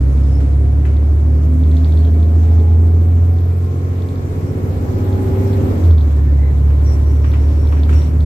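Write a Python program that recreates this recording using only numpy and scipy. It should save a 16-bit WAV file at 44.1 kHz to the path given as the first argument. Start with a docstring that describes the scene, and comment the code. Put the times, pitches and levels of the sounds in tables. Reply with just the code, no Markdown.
"""A diesel boom fills the upper deck of a bus, over the rumble of tyres on a main road.
The six cylinders rev out into a throbbing growl, the bus changes up near 5.8 s and pulls again.
Engine orders and gear whine sweep through the cabin's resonances; roar, hiss and turbo whistle
swell as the engine strains. Trim squeaks as it rubs, bumps clatter the panels, a loose fitting ticks."""
import sys
import numpy as np
from scipy import signal
from scipy.io import wavfile

SR = 44100
rng = np.random.default_rng(int(sys.argv[2]) if len(sys.argv) > 2 else 0)


def waveform_to_disk(signal):
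    """Save audio, clipped to [-1, 1], as 16-bit WAV at the path in sys.argv[1]."""
    frames = np.transpose(np.atleast_2d(signal))
    scaled = np.clip(frames, -1, 1) * 32767
    samples = np.round(scaled).astype(np.int16)
    wavfile.write(sys.argv[1], SR, samples)


N = 363825
TIME = np.arange(N) / SR

# stereo width of the cabin: f/Hz, side minus mid/dB
CABIN_WIDTH = [(60, -37.5), (130, -11), (250, -10), (500, -5), (1000, 4.5), (2000, 0), (12000, 1)]
# stereo balance of the cabin: f/Hz, left minus right/dB
CABIN_BALANCE = [(60, -1.5), (110, 0), (200, -2), (380, 1.5), (700, 0), (1290, 0.5), (2380, 1),
                 (4400, -1.5), (8120, -4.5), (15000, -1.5)]
# colour of rustling trim and rattling small parts: f/Hz, density/dB
TRIM_COLOUR = [(1800, -10.5), (3000, 3), (4000, -1), (5000, -1.5), (6300, -1.5), (8300, -1.5), (9600, -7),
               (11000, -6), (12800, -8.5), (14000, -17.5), (15700, -9)]
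# rough stretches of road that stir the trim: t/s, half length/s, hiss lift/dB
ROUGH_STRETCHES = [(.15, 0.4, 3.5), (1.88, .25, 4), (2.48, 0.17, 3), (4.1, 0.48, 2.5), (6.05, .08, 2.5),
                   (6.93, 0.15, 5), (7.55, 0.34, 4), (8, .15, 4)]


def from_db(db):
    """Decibels to gain."""
    return 10 ** (np.asarray(db) / 20)


def in_time(rows):
    """A curve of (t/s, value) at every sample."""
    return np.interp(TIME, *np.transpose(rows))


def at_hz(points, hz):
    """A spectrum read on a log-frequency axis."""
    freqs, levels = np.transpose(points)
    return np.interp(np.log(hz), np.log(freqs), levels)


def swells(rows):
    """Bell-shaped level moves in dB, one per row of t/s, half length/s, level/dB."""
    return sum(db * np.exp(-((TIME - s) / half_s) ** 2) for s, half_s, db in rows)


def angle_of(hz):
    """Running phase of a rotation."""
    return 2 * np.pi * np.cumsum(hz) / SR


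def pan(db):
    """Left and right gains for a level difference."""
    return from_db(np.array([[db], [-db]]) / 2)


def drift(rate_hz):
    """Random wander of rms 1: coarse noise through a double one-pole low-pass."""
    step, settle = 40, 2000
    pole = np.exp(-2 * np.pi * rate_hz * step / SR)
    coarse = rng.standard_normal(N // step + settle + 2)
    slow = signal.lfilter([1], [1, -2 * pole, pole * pole], coarse)[settle:]
    slow /= np.sqrt(np.mean(slow ** 2))
    return np.interp(np.arange(N) / step, np.arange(len(slow)), slow)


def rough_tone(angle, width_hz):
    """A tone whose strength and phase tumble at random; rms 1."""
    return drift(width_hz) * np.sin(angle) + drift(width_hz) * np.cos(angle)


def resonance(x, hz, width_hz):
    """A resonant band with gain 1 at its peak."""
    return signal.lfilter(*signal.iirpeak(hz, hz / width_hz, fs=SR), x)


def clicks_of(events):
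    """One click per row of t/s, level/dB."""
    out = np.zeros(N)
    for s, db in events:
        out[round(s * SR)] += from_db(db)
    return out


def ring(clicks, hz, t60):
    """Each click strikes a decaying sine of its own height."""
    pole = np.exp(-np.log(1000) / (t60 * SR))
    turn = 2 * np.pi * hz / SR
    return signal.lfilter([0, np.sin(turn)], [1, -2 * pole * np.cos(turn), pole * pole], clicks + 1e-18)


def die_away(clicks, t60):
    """Each click becomes a falling exponential."""
    return signal.lfilter([1], [1, -np.exp(-np.log(1000) / (t60 * SR))], clicks + 1e-18)


def pull_gain(strain, start_db, db_per_s, strain_db):
    """Gain of a layer that grows as the bus gathers speed and the engine strains."""
    return from_db(start_db + db_per_s * TIME + strain_db * strain)


def cabin_noise(colour, flicker_db):
    """Bands of flickering noise, centred in the bass and diffuse above; rms 1 in the middle."""
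    edges = np.geomspace(20, 17000, 25)
    white = rng.standard_normal((2, 2, N))
    out = 0
    for k, (low, high) in enumerate(zip(edges, edges[1:])):
        hz = np.sqrt(low * high)
        if colour[0][0] <= hz <= colour[-1][0]:
            band = signal.butter(2, [low, high], "band", fs=SR, output="sos")
            mid, side = signal.sosfilt(band, white[k % 2])
            side = side * from_db(at_hz(CABIN_WIDTH, hz))
            gain = from_db(at_hz(colour, hz) + flicker_db * drift(11))
            out += gain * np.array([mid + side, mid - side]) * pan(at_hz(CABIN_BALANCE, hz))
    return out / np.std(out.mean(axis=0))


def cabin_tone(angle, level_db):
    """A tone that standing waves spread between the two sides, wider in the treble than in the bass."""
    mean_hz = (angle[-1] - angle[0]) / (2 * np.pi * TIME[-1])
    mid = np.sin(angle)
    side = from_db(at_hz(CABIN_WIDTH, mean_hz) - 3) * rng.choice([-1, 1]) * np.cos(angle)
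    stereo = np.array([mid + side, mid - side]) * pan(at_hz(CABIN_BALANCE, mean_hz))
    return np.sqrt(2) * from_db(level_db) * stereo


def cabin_db(order, firing_hz):
    """What the cabin adds to an order (a multiple of the cycle rate) as the revs sweep it along."""
    # cabin resonances and nulls: f/Hz, half width/Hz, level/dB
    modes = [(109, 3, 3), (122, 4, -24), (128, 7, 6), (147, 1.5, -15), (154, 4, 6), (225, 6, 7),
             (255, 10, 13), (278, 11, 6), (387, 8, 14), (435, 12, 13), (700, 30, 5), (830, 19, 11)]
    hz = order * firing_hz[::100] / 6
    body_db = sum(db / (1 + ((hz - centre) / width) ** 2) for centre, width, db in modes)
    return np.interp(TIME, TIME[::100], body_db)


def exhaust_boom(cycle, firing_hz, waver_db=0.56):
    """The clean firing tone fills the whole body, until the revs climb past its resonance."""
    # the body's answer to the firing tone: f/Hz, level/dB
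    body_response = [(67, -11), (74, -11), (80, -9.5), (83, -8.5), (86, -10), (88.5, -17.5), (92.5, -21),
                     (95, -15.5), (97.5, -17.5)]
    # a surge at the gear change, a surge and sag at a bump: t/s, half length/s, level/dB
    surges = [(5.915, 0.054, 3), (7.96, .04, 3.5), (8.07, 0.054, -2)]
    level_db = at_hz(body_response, firing_hz) + swells(surges) + waver_db * drift(6.2)
    return cabin_tone(6 * cycle, level_db)


def engine_growl(cycle, firing_hz, mid_revs_hz=80, waver_db=1.5, smear_rad=0.007):
    """Unequal cylinders sound other orders; the two beside the firing tone keep step with it and throb."""
    # engine partials by order: level at mid revs/dB, slope with firing rate/(dB per Hz)
    partials = {4: (-45.5, 0), 5: (-40, 1), 7: (-34, 0), 8: (-32.5, -0.33), 9: (-28, -0.31), 10: (-45, .5),
                11: (-39.5, -0.76), 12: (-33.5, -0.77), 13: (-49, 0.075), 14: (-54, 0.93), 15: (-58, 0.18),
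                16: (-46, 0.11), 17: (-53.5, -0.87), 18: (-56.5, 1), 20: (-46, 0), 21: (-51.5, 0.22),
                22: (-55.5, 0.17), 24: (-43, 0.24), 25: (-55.5, -1), 26: (-55.5, .1), 28: (-53, 0),
                30: (-55.5, 0.28), 32: (-51, 0.6), 33: (-56, 0.55), 40: (-55, 0), 48: (-59, -0.11)}
    throb_orders = (5, 7)
    out = 0
    for order, (mid_db, db_per_hz) in partials.items():
        level_db = mid_db + db_per_hz * (firing_hz - mid_revs_hz) + cabin_db(order, firing_hz)
        offset = rng.uniform(0, 2 * np.pi) * (order not in throb_orders)
        angle = order * (cycle + smear_rad * drift(1.2)) + offset
        out += cabin_tone(angle, level_db + waver_db * drift(2.6))
    return out


def tyre_rumble(strain):
    """Tyres rumble up through the body, which adds a hollow drone."""
    # colour of the rolling tyres: f/Hz, density/dB
    colour = [(45, -5), (55, -0.5), (80, 8), (120, 0), (180, -3.5), (270, -4.5), (340, -7), (430, -4.5),
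              (560, -20.5), (800, -21), (1400, -52)]
    # swells on coarse road, dips on smooth: t/s, half length/s, level/dB
    surface = [(2.1, .5, 0), (3.45, .65, -5), (5.7, 0.1, 2), (7.8, 0.3, 2)]
    road = cabin_noise(colour, flicker_db=1)
    drone = from_db(2) * resonance(road, hz=266, width_hz=27)
    gain = pull_gain(strain, start_db=-28, db_per_s=0.06, strain_db=6.5)
    return gain * from_db(swells(surface)) * (road + drone)


def road_shudder(gain_db=1):
    """The deepest road rumble heaves under everything else."""
    # rise and fall of the shudder: t/s, level/dB
    heave = [(0.1, -38.5), (1.53, -45.5), (6.56, -41), (6.74, -35), (8.15, -39)]
    # its sub-bass colour: f/Hz, density/dB
    colour = [(20, -9), (36, -1), (50, -0.5)]
    return from_db(in_time(heave) + gain_db) * cabin_noise(colour, flicker_db=1.5)


def engine_roar(cycle, strain):
    """Midrange noise pulses with the firings, opens up under strain and lifts a little on rough road."""
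    # colour of the roar: f/Hz, density/dB
    colour = [(350, -10.5), (500, 7), (650, 2.5), (800, -3.5), (1050, -3), (1300, -5.5), (1600, -10),
              (2050, -9.5), (2600, -22), (3300, -27), (5000, -30)]
    gain = pull_gain(strain, start_db=-44, db_per_s=0.2, strain_db=5.7)
    road_lift = from_db(0.4 * swells(ROUGH_STRETCHES))
    pulse = 1 + 0.089 * np.sin(6 * cycle)
    return gain * road_lift * pulse * cabin_noise(colour, flicker_db=0.9)


def trim_hiss(cycle, strain):
    """A hiss that shakes once an engine cycle and swells as rough road sets the trim rustling."""
    gain = pull_gain(strain, start_db=-57.5, db_per_s=0.11, strain_db=7)
    road_lift = from_db(swells(ROUGH_STRETCHES))
    shake = 1 + 0.038 * np.sin(cycle)
    return gain * road_lift * shake * cabin_noise(TRIM_COLOUR, flicker_db=1.65)


def turbo_whistle(strain, line_width_hz=35, skirt_width_hz=450, skirt_db=1):
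    """A thin blade whistle inside a skirt of intake turbulence, louder under strain."""
    # blade tone as the turbo spools up and down: t/s, f/Hz
    spool = [(0, 10400), (.8, 10840), (1.5, 11320), (3.3, 12420), (4.7, 12950), (5.55, 13220), (5.8, 12750),
             (6.05, 12000), (6.5, 11610), (7.3, 11540), (8.25, 11680)]
    angle = angle_of(in_time(spool))
    sides = [rough_tone(angle, line_width_hz) + from_db(skirt_db) * rough_tone(angle, skirt_width_hz)
             for _ in range(2)]
    return from_db(-64 + 7.9 * strain) * np.array(sides) * pan(db=-3)


def gear_whine(cycle, firing_hz, fade_s=0.2, gain_db=1.5, waver_db=1.5, smear_rad=0.25):
    """Each gear sings while it carries the load; each of its tones blooms around one engine speed."""
    # tones of the low gear: order, level/dB, loudest firing rate/Hz, half width/Hz
    low_gear = [(16.75, -39.5, 81.5, 5.5), (20.3, -42.5, 78.3, 4), (52.25, -52.5, 79.5, 6),
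                (52.25, -54, 96.3, 2.4), (60.55, -55, 71, 4.5), (60.55, -58.5, 81.5, 2.5),
                (52.25, -57, 86, 2.5), (72, -56, 90, 4)]
    # tones of the high gear: same columns
    high_gear = [(22.5, -44, 70.3, 1), (74, -58, 73, 3), (79, -57, 74, 1.3), (85.7, -55, 72, 2)]
    low_out_s, high_in_s = 5.75, 6.15
    out = 0
    for tones, loaded_s in ((low_gear, low_out_s - TIME), (high_gear, TIME - high_in_s)):
        load = np.clip(loaded_s / fade_s, 0, 1)
        for order, db, loudest_hz, width_hz in tones:
            bloom = np.exp(-((firing_hz - loudest_hz) / width_hz) ** 2)
            level_db = gain_db + db + cabin_db(order, firing_hz) + waver_db * drift(5.6)
            out += load * bloom * cabin_tone(order * cycle + smear_rad * drift(6), level_db)
    return out


def trim_squeaks(wobble=0.004, rasp_db=-2.5, octave_db=-13, gain_db=-3.7, grip_db=3.2):
    """Stick and slip: a wobbling tone catches and lets go, in a rasp of friction, with a weak octave."""
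    # rubs of the trim: t/s, length/s, start f/Hz, end f/Hz, level/dB
    rubs = [(.178, .3, 4940, 5630, -56.5), (1.973, 0.081, 4340, 4300, -50), (2.024, .08, 3230, 3240, -55),
            (2.129, .063, 2190, 2300, -46.5), (4.45, .08, 5495, 5450, -58), (5.45, 0.084, 5430, 5350, -51),
            (6.13, 0.22, 1780, 1795, -49.5), (6.32, 0.26, 2020, 2020, -51), (6.83, 0.15, 5600, 5500, -46),
            (6.95, 0.49, 5590, 5670, -56), (7.33, 0.58, 5540, 5600, -52), (7.876, 0.27, 5540, 5590, -50)]
    hz, envelope = np.zeros(N), np.zeros(N)
    for s, length, start_hz, end_hz, db in rubs:
        span = np.flatnonzero((TIME >= s) & (TIME < s + length))
        hz[span] = np.linspace(start_hz, end_hz, len(span))
        envelope[span] += from_db(db) * signal.windows.tukey(len(span), 0.6)
    angle = angle_of(hz * (1 + wobble * drift(25)))
    sides = []
    for _ in range(2):
        squeal = rough_tone(angle, width_hz=50)
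        rasp = from_db(rasp_db) * rough_tone(angle, width_hz=350)
        octave = from_db(octave_db) * rough_tone(2 * angle, width_hz=100)
        sides.append(squeal + rasp + octave)
    return from_db(gain_db + grip_db * drift(8)) * envelope * np.array(sides)


def panel_clatter(clack_cutoff_hz=3300, flutter_db=1):
    """Bumps clack the panels dully against their frames; they chatter on, and small parts rattle."""
    # bumps in the road: t/s, panel level/dB, bright rattle level/dB
    bumps = [(0.404, -37, -53), (0.852, -31.5, -56), (4.9861, -38.5, -53), (6.1053, -39, -52),
             (6.7034, -39, -57), (7.243, -31, -59), (7.3334, -33.5, -55), (7.7233, -31, -63),
             (7.7663, -36.5, -69), (7.892, -29.5, -49), (7.9274, -32, -49)]
    # colour of the wall panels: f/Hz, density/dB
    colour = [(400, -8.5), (900, 5.5), (1400, 3), (2000, 4), (3000, -1), (4000, -11.5), (6000, -13.5),
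              (8300, -23), (10000, -32.5), (15000, -29.5)]
    panel_hits = clicks_of([(s, db) for s, db, _ in bumps])
    rattle_hits = clicks_of([(s, db) for s, _, db in bumps])
    panel = cabin_noise(colour, flicker_db=2)
    dull = signal.butter(2, clack_cutoff_hz, fs=SR, output="sos")
    clack = signal.sosfilt(dull, from_db(-6.5) * die_away(panel_hits, t60=0.085) * panel)
    chatter = from_db(-14.5) * die_away(panel_hits, t60=0.56) * panel
    rattle = from_db(-0.5) * die_away(rattle_hits, t60=0.31) * cabin_noise(TRIM_COLOUR, flicker_db=1)
    return clack + from_db(flutter_db * drift(90)) * (chatter + rattle)


def fitting_ticks(cycle, chance_per_cycle=0.45, shell_band_hz=(3200, 4500)):
    """A loose plastic fitting ticks hollowly; engine shake adds faint ticks, louder on rough road."""
    # the distinct ticks: t/s, level/dB
    ticks = [(0.9674, -37.5), (1.6367, -37), (1.7145, -36), (1.7679, -30.5), (1.8452, -28), (1.9225, -31.5),
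             (1.9736, -31.5), (2.05, -34.5), (2.2008, -42), (2.2275, -36), (2.599, -39), (3.386, -40),
             (4.0213, -37), (4.0881, -34), (4.157, -39), (5.127, -34), (5.5308, -35), (5.8394, -34),
             (5.91, -33.5), (5.9818, -31.5), (6.0092, -35), (7.3172, -35), (7.672, -35), (7.8337, -27),
             (8.0184, -33), (8.2056, -31.5)]
    # modes of the fitting: f/Hz, level/dB, t60/s
    modes = [(3520, -1, .014), (3800, -1, .01), (4200, -2.5, .012)]
    new_cycle = np.diff(cycle // (2 * np.pi), prepend=0) > 0
    shaken = new_cycle & (rng.random(N) < chance_per_cycle)
    faint_db = -48 + 1.7 * swells(ROUGH_STRETCHES) + 1.6 * rng.standard_normal(N)
    clicks = clicks_of(ticks) + shaken * from_db(faint_db)
    direct = 0
    for hz, db, t60 in modes:
        scatter_db = 0.83 * rng.standard_normal((2, 1)) * drift(29)
        direct += ring(clicks * from_db(db + scatter_db), hz, t60)
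    cabin_tail = from_db(-7.5) * die_away(clicks, t60=0.22) * rng.standard_normal((2, N))
    shell = signal.butter(2, shell_band_hz, "band", fs=SR, output="sos")
    return signal.sosfilt(shell, from_db(-5.5) * direct * pan(db=-1) + cabin_tail)


def scene():
    """A four-stroke cycle of six firings drives the engine sounds; strain lags behind high revs."""
    # a long pull, the change up and a slower pull: t/s, firing rate/Hz
    revs = [(0, 66.9), (.3, 68.5), (1.8, 77.38), (3, 84.05), (3.4, 86.7), (4.6, 92.8), (5.3, 95.8),
            (5.5, 97.3), (5.62, 96.7), (5.72, 94.2), (6.02, 74.1), (6.15, 71.8), (6.35, 70.5), (6.9, 72.15),
            (7.55, 73.45), (7.9, 74.85), (8.25, 75.6)]
    strain_range_hz, strain_lag_s = (90, 95.5), 0.16
    firing_hz = in_time(revs)
    cycle = angle_of(firing_hz / 6)
    lagged_hz = np.interp(TIME - strain_lag_s, TIME, firing_hz)
    strain = np.interp(lagged_hz, strain_range_hz, (0, 1))
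    engine = exhaust_boom(cycle, firing_hz) + engine_growl(cycle, firing_hz)
    whines = gear_whine(cycle, firing_hz) + turbo_whistle(strain)
    trim = fitting_ticks(cycle) + panel_clatter() + trim_squeaks()
    rush = tyre_rumble(strain) + road_shudder() + engine_roar(cycle, strain) + trim_hiss(cycle, strain)
    return engine + whines + trim + rush


def record(dry, cutoff_hz=15750, fade_s=0.012):
    """The microphone has a dip in the treble, the top is cut steeply, and both ends fade briefly."""
    coloured = dry - 0.61 * resonance(dry, hz=9490, width_hz=2000)
    top_cut = signal.ellip(10, 0.1, 80, cutoff_hz, fs=SR, output="sos")
    ramp = np.clip(np.minimum(TIME, TIME[-1] - TIME) / fade_s, 0, 1)
    return np.sin(np.pi / 2 * ramp) ** 2 * signal.sosfilt(top_cut, coloured)


dry = scene()
out = record(dry)
waveform_to_disk(out)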